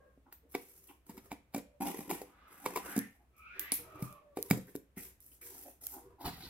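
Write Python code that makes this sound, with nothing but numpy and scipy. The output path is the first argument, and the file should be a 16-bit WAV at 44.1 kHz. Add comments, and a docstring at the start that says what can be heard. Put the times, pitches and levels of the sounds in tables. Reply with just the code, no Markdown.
"""Opening a taped cardboard box

A box is opened on a tiled floor in a small hard room, close to the microphone. A craft knife jabs the tape,
slits the seam and is laid on the tiles; the last tape pops, the flaps fold back and hands slide over the card.
Blows are dying vibrations and noise bursts, friction is a stream of tiny slips, and faint whistling noise
glides in moving resonances. Faint hollow tones, quiet room noise and a low hum lie behind.
"""
import sys
import numpy as np
from scipy import signal
from scipy.fft import rfft, irfft
from scipy.io import wavfile
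from scipy.ndimage import uniform_filter1d

SR = 44100
rng = np.random.default_rng(int(sys.argv[2]) if len(sys.argv) > 2 else 0)


def materialize(psi):
    """Save the field psi as 16-bit PCM at rate SR to the path in sys.argv[1].

    A 1-D psi becomes a single channel; in a 2-D psi each row is a channel.
    """
    bounded = np.clip(np.atleast_2d(psi).T, -1, 1)
    quanta = np.round(bounded * 32767).astype(np.int16)
    wavfile.write(sys.argv[1], SR, quanta)


N = 286209  # length of the scene in samples


def knocks(thump_db=-1, panel_db=-1, crack_db=-2, snap_db=0, thump_t60=0.037, deep_hz=200, deep_power=1.2,
           panel_t60=0.013, ring_db=3, edge_hz=2270, edge_t60=0.013, edge_db=1, buckle_db=-32,
           crackle_db=-7, low_room_db=-10, high_room_db=-5):
    """Each blow bends a wall (thump), rings a stiff panel, cracks fibres and snaps tape, amid a crackle."""
    # jabs, pops and bumps, levels before the trims above: [t/s, time the force takes to build/s, thump f/Hz,
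    # thump level/dB, panel f/Hz, panel level/dB, crack level/dB, tape snap level/dB]
    blows = [(0.175, 0.0014, 260, -64.5, 567, -71.5, -99, -99),
             (0.325, 0.000064, 273, -89, 690, -81, -57, -63), (0.5494, 0.001, 352, -37, 800, -47, -39, -48),
             (1.094, 0.0038, 230, -47.5, 916, -56, -58, -57),
             (1.176, 0.0029, 239, -50.5, 960, -59, -57, -58.5),
             (1.3169, 0.00013, 396, -54, 835, -41.5, -44, -57),
             (1.325, 0.0024, 276, -46.5, 695, -54, -57, -57.5),
             (1.5458, 0.0009, 233, -39.5, 726, -42.5, -44.5, -46),
             (1.561, 0.002, 286, -41.5, 606, -48, -48.5, -50),
             (1.578, 0.0034, 246, -46.5, 535, -47.5, -52, -50.5),
             (1.99, 0.00044, 232, -42.5, 830, -62, -59, -69),
             (2.1117, 0.00017, 317, -47, 840, -38.5, -43.5, -42),
             (2.121, 0.0021, 205, -43.5, 790, -63, -65, -58),
             (2.216, 0.00067, 424, -47, 800, -52.5, -55.5, -55.5),
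             (2.6604, 0.0014, 370, -42, 998, -32, -38, -42),
             (2.759, 0.0025, 403, -44, 993, -35.5, -41, -42.5),
             (2.772, 0.0017, 347, -47, 1018, -36, -44, -47),
             (2.963, 0.0014, 237, -36, 696, -58, -49, -42.5),
             (2.977, 0.0018, 240, -29.5, 814, -59.5, -49.5, -41.5),
             (3.721, 0.00054, 258, -46, 674, -66, -45, -67.5),
             (4.0235, 0.0012, 156, -33, 870, -71, -55, -49),
             (4.371, 0.0009, 326, -40, 753, -46.5, -48, -51),
             (4.387, 0.0011, 383, -41, 600, -59.5, -57.5, -58.5),
             (4.5101, 0.00012, 189, -22.5, 778, -37.5, -32.5, -34),
             (4.528, 0.0031, 140, -31, 465, -43.5, -46.5, -57.5),
             (4.572, 0.0048, 260, -42.5, 534, -54, -57.5, -52.5),
             (4.753, 0.00029, 322, -40, 630, -77, -57, -54), (4.97, 0.0027, 210, -46, 737, -69.5, -61, -63),
             (6.276, 0.0042, 267, -43.5, 820, -52, -59, -68)]
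    # colour of cracking cardboard: [f/Hz, relative level/dB]
    crack_colour = [(300, -8), (1000, -6), (1600, -13), (2350, -7), (2900, -16), (3800, -15), (5500, -21.5),
                    (9000, -28.5)]
    # colour of snapping tape: [f/Hz, relative level/dB]
    snap_colour = [(2000, -61), (5000, 3), (10000, 9.5), (13000, 11), (16000, 4.5)]
    low, high, pops = np.zeros((3, N))
    for s, push_s, thump_hz, thump, panel_hz, panel, crack, snap in blows:
        # deep thumps last longer
        decay_s = thump_t60 * (deep_hz / thump_hz) ** deep_power
        blow = amp(thump + thump_db) * ring(thump_hz, decay_s, push_s, sag_share=0.22)
        blow -= amp(panel + panel_db) * ring(panel_hz, panel_t60 + 3 * push_s, push_s, sag_share=0.11)
        add(blow, 0, amp(crack + crack_db) * burst(crack_colour, 0.00039 + 3 * push_s, push_s))
        add(low, s, box(blow, ring_db))
        add(high, s, amp(snap + snap_db) * burst(snap_colour, 0.00018 + 0.48 * push_s, push_s))
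        specks = amp(crack) * crackle(crack_colour) + amp(snap) * crackle(snap_colour)
        add(high, s - len(specks) / 2 / SR, amp(crackle_db) * specks)
        # the flap's stiff edge gives a short, dry pop, weakened further when the crack is below buckle_db
        pop_db = crack + edge_db + min(crack - buckle_db, 0)
        add(pops, s, amp(pop_db) * ring(edge_hz, edge_t60, push_s))
    # a small box radiates little deep bass
    low = signal.sosfilt(signal.butter(2, 80, "high", fs=SR, output="sos"), low)
    return ports(low + high + pops) + room(amp(low_room_db) * low + amp(high_room_db) * high)


def ring(hz, t60, rise_s, sag_share=0, sag_s=0.0048):
    """A dying vibration with a soft start; a struck wall slackens, so its pitch can sink through hz."""
    t = np.arange(SR // 3) / SR
    pitch_hz = hz * (1 + sag_share * (np.exp(-t / sag_s) - .5))
    turns = np.cumsum(pitch_hz) / SR
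    return unit(np.sin(2 * np.pi * turns) * amp(-60 * t / t60) * (1 - np.exp(-t / rise_s)))


def burst(colour, decay_s, rise_s, size=4096):
    """A swelling, dying spray of dense noise, coloured like a click of the given colour."""
    t = np.arange(size) / SR
    spray = rng.standard_normal(size) * np.exp(-t / decay_s) * (1 - np.exp(-t / rise_s)) ** 2
    return unit(signal.fftconvolve(spray, click(colour))[:size])


def crackle(colour, swell_s=0.0055, fade_s=0.0088, specks_per_s=1500, size=8192):
    """A sparse crackle swells and fades around each blow, which falls in the middle."""
    t = (np.arange(size) - size // 2) / SR
    specks = rng.standard_normal(size) * (rng.random(size) < specks_per_s / SR)
    specks *= np.exp(np.minimum(t / swell_s, -t / fade_s))
    return unit(signal.fftconvolve(specks, click(colour))[:size])


def click(colour, size=4096):
    """One click of the given colour that starts at once, with no sound ahead of it (minimum phase)."""
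    log_gain = np.log(amp(read(colour, abs(np.fft.fftfreq(size, 1 / SR)))))
    return unit(np.fft.ifft(np.exp(np.conj(signal.hilbert(log_gain)))).real)


def box(x, ring_db, place_db=1.0, flex_share=0.055):
    """Walls and inside air ring along; random mode levels and pitches stand for the place touched."""
    # ringing modes of the box: [f/Hz, relative level/dB, time to fall by 60 dB/s]
    box_modes = [(127.4, -4, 0.3), (186, -6, 0.078), (291.6, -1.5, 0.1), (406.3, 2, 0.096),
                 (478, 3.5, 0.21), (524, 0.5, 0.47), (746, -6.5, 0.025), (944, -8, 0.074)]
    t = np.arange(SR // 2) / SR
    ringing = np.zeros(len(t))
    for hz, db, t60 in box_modes:
        fade = amp(db + place_db * rng.uniform(0.22, 1) - 60 * t / t60)
        mode_hz = hz * (1 + flex_share * rng.uniform(-1.16, 1))
        ringing += fade * np.cos(2 * np.pi * mode_hz * t) / t60
    # with the division by t60, each mode's resonant gain follows its level, however long it rings
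    scale = 2 * np.log(1000) / SR
    return x + amp(ring_db) * scale * signal.fftconvolve(x, ringing)[:len(x)]


def blade():
    """The blade slits the seam; tape fibres part in small bundles, which makes a coarse crackle."""
    # pulls, levels before easing: [t/s, length/s, time to bite/s, box drone level/dB, hiss level/dB]
    pulls = [(1.802, 0.034, 0.0052, -40, -48), (1.866, 0.098, 0.012, -47, -50),
             (2.077, 0.028, 0.0022, -44.5, -49.5), (2.18, 0.25, .02, -77, -101),
             (2.45, 0.58, 0.063, -67, -64.5), (2.625, 0.12, 0.02, -56, -64.5),
             (2.734, 0.027, 0.0046, -54.5, -59), (2.842, 0.058, 0.013, -52.5, -52.5)]
    # colour of cutting: [f/Hz, relative level/dB]
    cut_colour = [(100, -96.5), (175, -1), (290, 15.5), (420, -5), (600, -9), (900, -1), (1420, -17.5),
                  (2380, -12), (3300, -20.5), (4400, -26.5), (7300, -20.5), (12000, -10), (16000, -20.5)]
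    strengths = pressed(pulls, ease_db_per_s=2.5, release_s=0.058, rasp_db=-9)
    return friction(strengths, cut_colour, slips_per_s=260, slip_s=0.00084, spread_db=3.0, smooth=0.14,
                    catch_db=2.0, shift_db=1.5, room_db=-1.0)


def rubs():
    """Blade tip, fingers and folding flaps rub the cardboard in short strokes of many brief slips."""
    # strokes, levels before easing: [t/s, length/s, time to bite/s, box drone level/dB, hiss level/dB]
    rub_strokes = [(.485, 0.42, 0.018, -78.5, -62.5), (1.05, 0.21, 0.021, -68, -69),
                   (3.362, 0.0081, 0.0048, -82, -68), (3.54, 0.092, 0.0048, -66.5, -84),
                   (3.78, 0.24, 0.003, -61, -75.5), (4.0, 0.089, 0.007, -69, -62),
                   (4.36, 0.22, 0.0056, -71.5, -60.5), (4.58, 0.13, 0.1, -77, -68.5),
                   (4.96, 0.093, 0.011, -66.5, -53.5), (5.2, 0.099, 0.0088, -89.5, -64),
                   (5.308, 0.0079, 0.0095, -85, -62), (5.41, 0.27, 0.005, -71, -55),
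                   (5.803, 0.15, 0.011, -69.5, -50.5), (6.0, 0.14, 0.027, -68.5, -92)]
    # colour of rubbing: [f/Hz, relative level/dB]
    rub_colour = [(100, -3.5), (180, -13), (320, 5.5), (500, -12), (2100, -12.5), (4300, -21.5),
                  (7450, -18.5), (12900, -8), (16000, -18)]
    strengths = pressed(rub_strokes, ease_db_per_s=10.0, release_s=0.027, rasp_db=-11.5)
    return friction(strengths, rub_colour, slips_per_s=890, slip_s=0.0003, spread_db=6.5, smooth=0.22,
                    catch_db=3.0, shift_db=0.5, room_db=1.5)


def hands():
    """Hands slide onto the inner flaps in quick, growing pushes; dense slips make a smoother rub."""
    # pushes, levels before growth: [t/s, length/s, time to bite/s, box drone level/dB, hiss level/dB]
    pushes = [(6.18, .11, 0.038, -69.5, -58.5), (6.235, .055, 0.019, -46.5, -64),
              (6.31, .34, 0.013, -58.5, -66.5)]
    # colour of sliding hands: [f/Hz, relative level/dB]
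    slide_colour = [(60, -5), (130, 0.5), (290, -7.5), (535, -22.5), (800, -9), (1550, -13), (3300, -15),
                    (4200, -9.5), (6150, -21), (11900, 8), (16000, 8)]
    strengths = pressed(pushes, ease_db_per_s=-4, release_s=0.014, rasp_db=2.5)
    return friction(strengths, slide_colour, slips_per_s=2100, slip_s=0.0007, spread_db=4.0, smooth=0.71,
                    catch_db=0.5, shift_db=2.0, room_db=-5)


def pressed(strokes, ease_db_per_s, release_s, rasp_db):
    """Strengths of drone, rasp and hiss: each stroke bites, eases off (or grows if negative), lets go."""
    t, out = np.arange(SR) / SR, np.zeros((3, N))
    for s, length_s, bite_s, drone, hiss in strokes:
        force = np.minimum(t / bite_s, 1) ** 2 * amp(-ease_db_per_s * t)
        force *= np.exp(-np.maximum(t - length_s, 0) / release_s)
        # the rasp is set from the midpoint of the other two
        rasp = (drone + hiss) / 2 + rasp_db
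        add(out, s, amp([[drone], [rasp], [hiss]]) * force)
    return out


def friction(strengths, colour, slips_per_s, slip_s, spread_db, smooth, catch_db, shift_db, room_db):
    """Stick and slip: uneven little slips, each a short tearing of fibres, shake the box, rasp and hiss."""
    slip_db = spread_db * np.minimum(rng.exponential(1, N), 3)
    energy = amp(slip_db) ** 2 * (rng.random(N) < slips_per_s / SR)
    # each slip's energy dies away within about slip_s
    tearing = evened(np.sqrt(signal.lfilter([1], [1, -np.exp(-1 / (slip_s * SR))], energy)))
    slips = (tearing + smooth) * rng.standard_normal(N)
    # the edge catches and runs free by turns, so the slips come in clumps
    slips *= amp(catch_db * evened(uniform_filter1d(rng.standard_normal(N), size=450)))
    slips = edge_echo(slips)
    # as the contact moves on, drone, rasp and hiss each come and go a little
    drift = evened(uniform_filter1d(rng.standard_normal((3, N)), size=1100, axis=1))
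    drone, rasp, hiss = strengths * amp(shift_db * drift)
    sound = drone * evened(box(tint(slips, colour, hi_hz=1360), ring_db=9.0))
    sound += rasp * evened(tint(slips, colour, lo_hz=1470, hi_hz=6200))
    sound += hiss * evened(tint(slips, colour, lo_hz=5270))
    return ports(sound) + amp(room_db) * room(sound)


def edge_echo(x, echo_s=.0011, echo_share=.8, count=170):
    """Each slip comes back from the panel's edge; the delay wanders between one and two times echo_s."""
    n = np.arange(N)
    stretch = np.interp(n, np.linspace(0, N, count), rng.uniform(1, 2, count))
    delay = SR * echo_s * stretch
    return x + echo_share * x[n - delay.astype(int)]


def ticks(tick_db=-1, skirt_db=-12, body_db=-17, low_db=-26, ring_db=-2, ring_t60=0.0073):
    """Small hard contacts: a dry, broad click, brightest around one pitch that rings into the room."""
    # ticks of blade, knife handle and tape, levels before tick_db:
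    # [t/s, level/dB, f/Hz, room level against direct/dB, left minus right/dB]
    contacts = [(0.326, -52, 13600, -1.5, -2), (2.9899, -37, 11200, -14.5, -8),
                (3.5946, -33.5, 13000, -5, -7.5), (3.7195, -27.5, 10200, -4, 1.5),
                (4.4266, -35, 11500, -22, -5), (5.8678, -35, 12380, -21, -4.5),
                (3.608, -59.5, 12900, 13.5, -5), (3.739, -37, 12200, 4, -2), (4.126, -56, 11600, -8, 2),
                (4.5013, -39, 13000, -14.5, -5.5), (4.761, -47.5, 12000, -12, 6),
                (5.204, -61, 11160, -2.5, -12.5)]
    near, far = np.zeros((2, N)), np.zeros(N)
    for s, db, hz, room_db, pan_db in contacts:
        colour = [(hz / 8, low_db), (hz / 3.1, body_db), (hz / 1.23, skirt_db), (hz, 0), (hz * 1.49, skirt_db)]
        contact = np.array([burst(colour, decay_s=.0008, rise_s=.0005) for side in range(2)])
        add(near, s, amp(db + tick_db) * amp([[pan_db / 2], [-pan_db / 2]]) * contact)
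        far_db = db + tick_db + room_db
        add(far, s, amp(far_db) * click(colour))
        add(far, s, amp(far_db + ring_db) * ring(hz, ring_t60, 1 / hz))
    return near + room(far)


def scuffs(scuff_db=-1, width_share=0.34, grain_db=4, room_db=-4, drone_hz=300, drone_db=-2):
    """Brief, grainy rubs sing in one broad resonance of the flap and make the wall drone."""
    # scuffs of fingers and flap edges, level before scuff_db: [middle t/s, length/s, f/Hz, level/dB]
    brief_rubs = [(0.277, 0.061, 960, -63.5), (0.904, 0.049, 930, -60), (0.898, 0.04, 2660, -61.5),
                  (3.223, 0.092, 750, -73.5), (0.463, 0.13, 433, -71.5), (4.685, 0.032, 1760, -65),
                  (4.686, 0.031, 330, -56.5), (4.984, 0.057, 2020, -53.5), (5.322, 0.02, 2700, -65),
                  (5.425, 0.04, 2030, -61), (5.547, 0.17, 845, -63.5), (5.673, 0.092, 610, -57),
                  (5.837, 0.053, 730, -66), (5.963, 0.14, 846, -56), (6.249, 0.16, 843, -48),
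                  (6.444, 0.11, 4040, -55)]
    out = np.zeros(N)
    edges = np.exp([-width_share / 2, width_share / 2])
    for s, length_s, hz, db in brief_rubs:
        size = round(length_s * SR)
        noise, grain = rng.standard_normal((2, SR))
        noise = noise * amp(grain_db * evened(uniform_filter1d(grain, size=200)))
        bands = []
        for centre in (hz, drone_hz):
            band = signal.butter(2, centre * edges, "band", fs=SR, output="sos")
            # the end of the noise is used, where the filter has settled
            bands.append(evened(signal.sosfilt(band, noise)[-size:]))
        rub, drone = bands
        add(out, s - length_s / 2, amp(db + scuff_db) * (rub + amp(drone_db) * drone) * np.hanning(size))
    return ports(out) + amp(room_db) * room(out)


def whistles(direct_db=-4, room_db=-2, wash_db=-12, wash_hz=1800, wash_width_hz=2400, grain_db=0.5,
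             squeal_db=-5, squeal_share=0.19, bend=2.2, upper_hz=2390, upper_width_ratio=1.9):
    """Faint, grainy whistling noise swells and fades in a resonance that glides ever faster."""
    # swishes and whistles, levels before the direct and room gains: [t/s, length/s, first f/Hz, last f/Hz,
    # width/Hz, level/dB, upper resonance level against the gliding one/dB]
    glides = [(2.148, 0.75, 1220, 1700, 1210, -67, -20), (2.772, 0.32, 1310, 2520, 880, -52, -28),
              (3.304, 0.4, 1265, 2000, 146, -60, 0.5), (3.445, 0.076, 2604, 2820, 130, -64.5, -27),
              (3.471, 0.35, 1800, 2600, 850, -56.5, -3), (3.759, 0.52, 1290, 1054, 300, -59.5, -12.5)]
    out = np.zeros(N)
    for s, length_s, first_hz, last_hz, width_hz, db, upper_db in glides:
        progress = np.linspace(0, 1, round(length_s * SR)) ** bend
        hz = first_hz * (last_hz / first_hz) ** progress
        steady = np.ones(len(hz))
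        noise, grain = rng.standard_normal((2, SR))[:, :len(hz)]
        noise = noise * amp(grain_db * evened(uniform_filter1d(grain, size=250)))
        whistle = resonate(noise, hz, width_hz)
        # a sharper core, a steady upper resonance and a broad wash
        whistle += amp(squeal_db) * resonate(noise, hz, squeal_share * width_hz)
        whistle += amp(upper_db) * resonate(noise, upper_hz * steady, upper_width_ratio * width_hz)
        whistle += amp(wash_db) * resonate(noise, wash_hz * steady, wash_width_hz)
        add(out, s, amp(db) * np.hanning(len(hz)) * whistle)
    return amp(direct_db) * ports(out) + amp(room_db) * room(out)


def resonate(x, hz, width_hz):
    """A steep resonance follows the curve hz: x is shifted down to 0 Hz, smoothed and shifted back."""
    turn = np.exp(2j * np.pi * np.cumsum(hz) / SR)
    r = np.exp(-np.pi * width_hz / SR)
    return evened((turn * signal.lfilter([1], [1, -2 * r, r * r], x / turn)).real)


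def tones(width_hz=45, attack_s=0.0018, fuzz_db=-8, fuzz_width_hz=420, direct_db=-6, room_db=-3, count=3,
          sag_hz_per_s=110):
    """Faint, fuzzy, wavering tones sink and fade: noise in narrow resonances at a pitch and its overtones."""
    # hollow tones, levels before the direct and room gains:
    # [t/s, length/s, starting f/Hz, level/dB, overtone slope/dB per octave]
    hollow = [(0, 0.14, 544.6, -60.5, -7), (1.553, 0.85, 597, -68.5, -28), (3.863, 0.94, 626, -61.5, -12.5)]
    out = np.zeros(N)
    for s, length_s, pitch_hz, db, overtone_db in hollow:
        t = np.arange(round(length_s * SR)) / SR
        hz = pitch_hz - sag_hz_per_s * t
        noise = rng.standard_normal(SR)[:len(t)]
        tone = np.zeros(len(t))
        for k in range(1, count + 1):
            partial = resonate(noise, k * hz, width_hz) + amp(fuzz_db) * resonate(noise, k * hz, fuzz_width_hz)
            tone += amp(overtone_db * np.log2(k)) * partial
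        add(out, s, amp(db) * np.minimum(t / attack_s, 1) * (1 - t / length_s) * tone)
    return amp(direct_db) * out + amp(room_db) * room(out)


def air(air_db=-74, hum_hz=62, hum_width_hz=9, hum_db=-71, own_db=-6):
    """Quiet room noise, its bass partly shared by both sides, with a low unsteady hum."""
    # colour of the quiet room: [f/Hz, relative level/dB]
    air_colour = [(20, -16), (70, -4), (130, -5), (600, -16), (2400, -24), (4700, -34), (13000, -32),
                  (16000, -35)]
    hz = np.fft.rfftfreq(N, 1 / SR)
    hum = evened(irfft(rfft(rng.standard_normal(N)) / (1 + ((hz - hum_hz) / hum_width_hz) ** 2), N))
    bass_noise = rng.standard_normal(N) + amp(own_db) * rng.standard_normal((2, N))
    bass = tint(bass_noise, air_colour, hi_hz=694)
    treble = tint(rng.standard_normal((2, N)), air_colour, lo_hz=696)
    return amp(air_db) * evened(bass + treble) + amp(hum_db) * hum


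def ports(x, scatter_db=-4, scatter_s=0.0008, scatter_hz=1200, count=3):
    """Sound reaches the left port count samples late; hands and tiles scatter treble differently to each."""
    colour = [(scatter_hz / 4, -22), (scatter_hz, 0)]
    scatter = np.array([burst(colour, scatter_s, rise_s=0.0033) for port in range(2)])
    scatter *= amp(scatter_db) / np.linalg.norm(scatter[0])
    direct = np.array([np.pad(x, (count, 0))[:N], x])
    return direct + signal.fftconvolve(x[None], scatter, axes=1)[:, :N]


def room(x, build_s=0.00055, alike_hz=750, alike_most=0.85, size=256):
    """Diffuse tail of noise, each band dying at its own speed; the bass is much alike at both ports."""
    # the room's tail: [f/Hz, time to fall by 60 dB/s]
    room_t60 = [(120, 0.32), (400, 0.24), (1000, 0.28), (2500, 0.39), (11000, 0.23), (16000, 0.19)]
    hz, t, z = signal.stft(rng.standard_normal((2, SR // 2)), SR, nperseg=size)
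    alike = (min(alike_most, 1) / (1 + (hz / alike_hz) ** 4))[:, None]
    z[1] = alike * z[0] + np.sqrt(1 - alike ** 2) * z[1]
    z *= amp(-60 * t / read(room_t60, hz)[:, None]) * (1 - np.exp(-t / build_s))
    tail = signal.istft(z, SR, nperseg=size)[1]
    return signal.fftconvolve(x[None], tail / np.linalg.norm(tail[0]), axes=1)[:, :N]


def tint(x, colour, lo_hz=1, hi_hz=SR):
    """Gives x a colour and keeps one soft-edged band of it."""
    hz = np.fft.rfftfreq(x.shape[-1], 1 / SR) + 1
    band = ((1 + (lo_hz / hz) ** 10) * (1 + (hz / hi_hz) ** 10)) ** -.5
    return irfft(rfft(x) * amp(read(colour, hz)) * band, x.shape[-1])


def read(points, hz):
    """Reads a table of (Hz, value) on a log-frequency axis."""
    f, value = np.transpose(points)
    return np.interp(np.log(hz + 1), np.log(f + 1), value)


def add(mix, s, sound):
    """Adds a sound into the mix at time s."""
    part = mix[..., max(round(s * SR), 0):][..., :sound.shape[-1]]
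    part += sound[..., :part.shape[-1]]


def amp(db):
    """Decibels to gain."""
    return 10 ** (np.asarray(db) / 20)


def evened(x):
    """Scales to rms 1."""
    return x / np.sqrt(np.mean(x ** 2) + 1e-20)


def unit(x):
    """Scales a short sound to the energy of 10 ms at rms 1."""
    return x * np.sqrt(SR / 100 / (np.sum(x ** 2) + 1e-20))


def scene():
    """Knife, box and hands in the room, with the faint background."""
    opening = knocks() + blade() + rubs() + hands() + ticks() + scuffs()
    return opening + whistles() + tones() + air()


def record(dry):
    """The recorder's band limit: a steep filter removes the treble above about 15.9 kHz."""
    low_pass = signal.firwin(255, 15900, window=("kaiser", 8), fs=SR)
    return signal.oaconvolve(dry, low_pass[None], "same", axes=1)


dry = scene()
out = record(dry)
materialize(out)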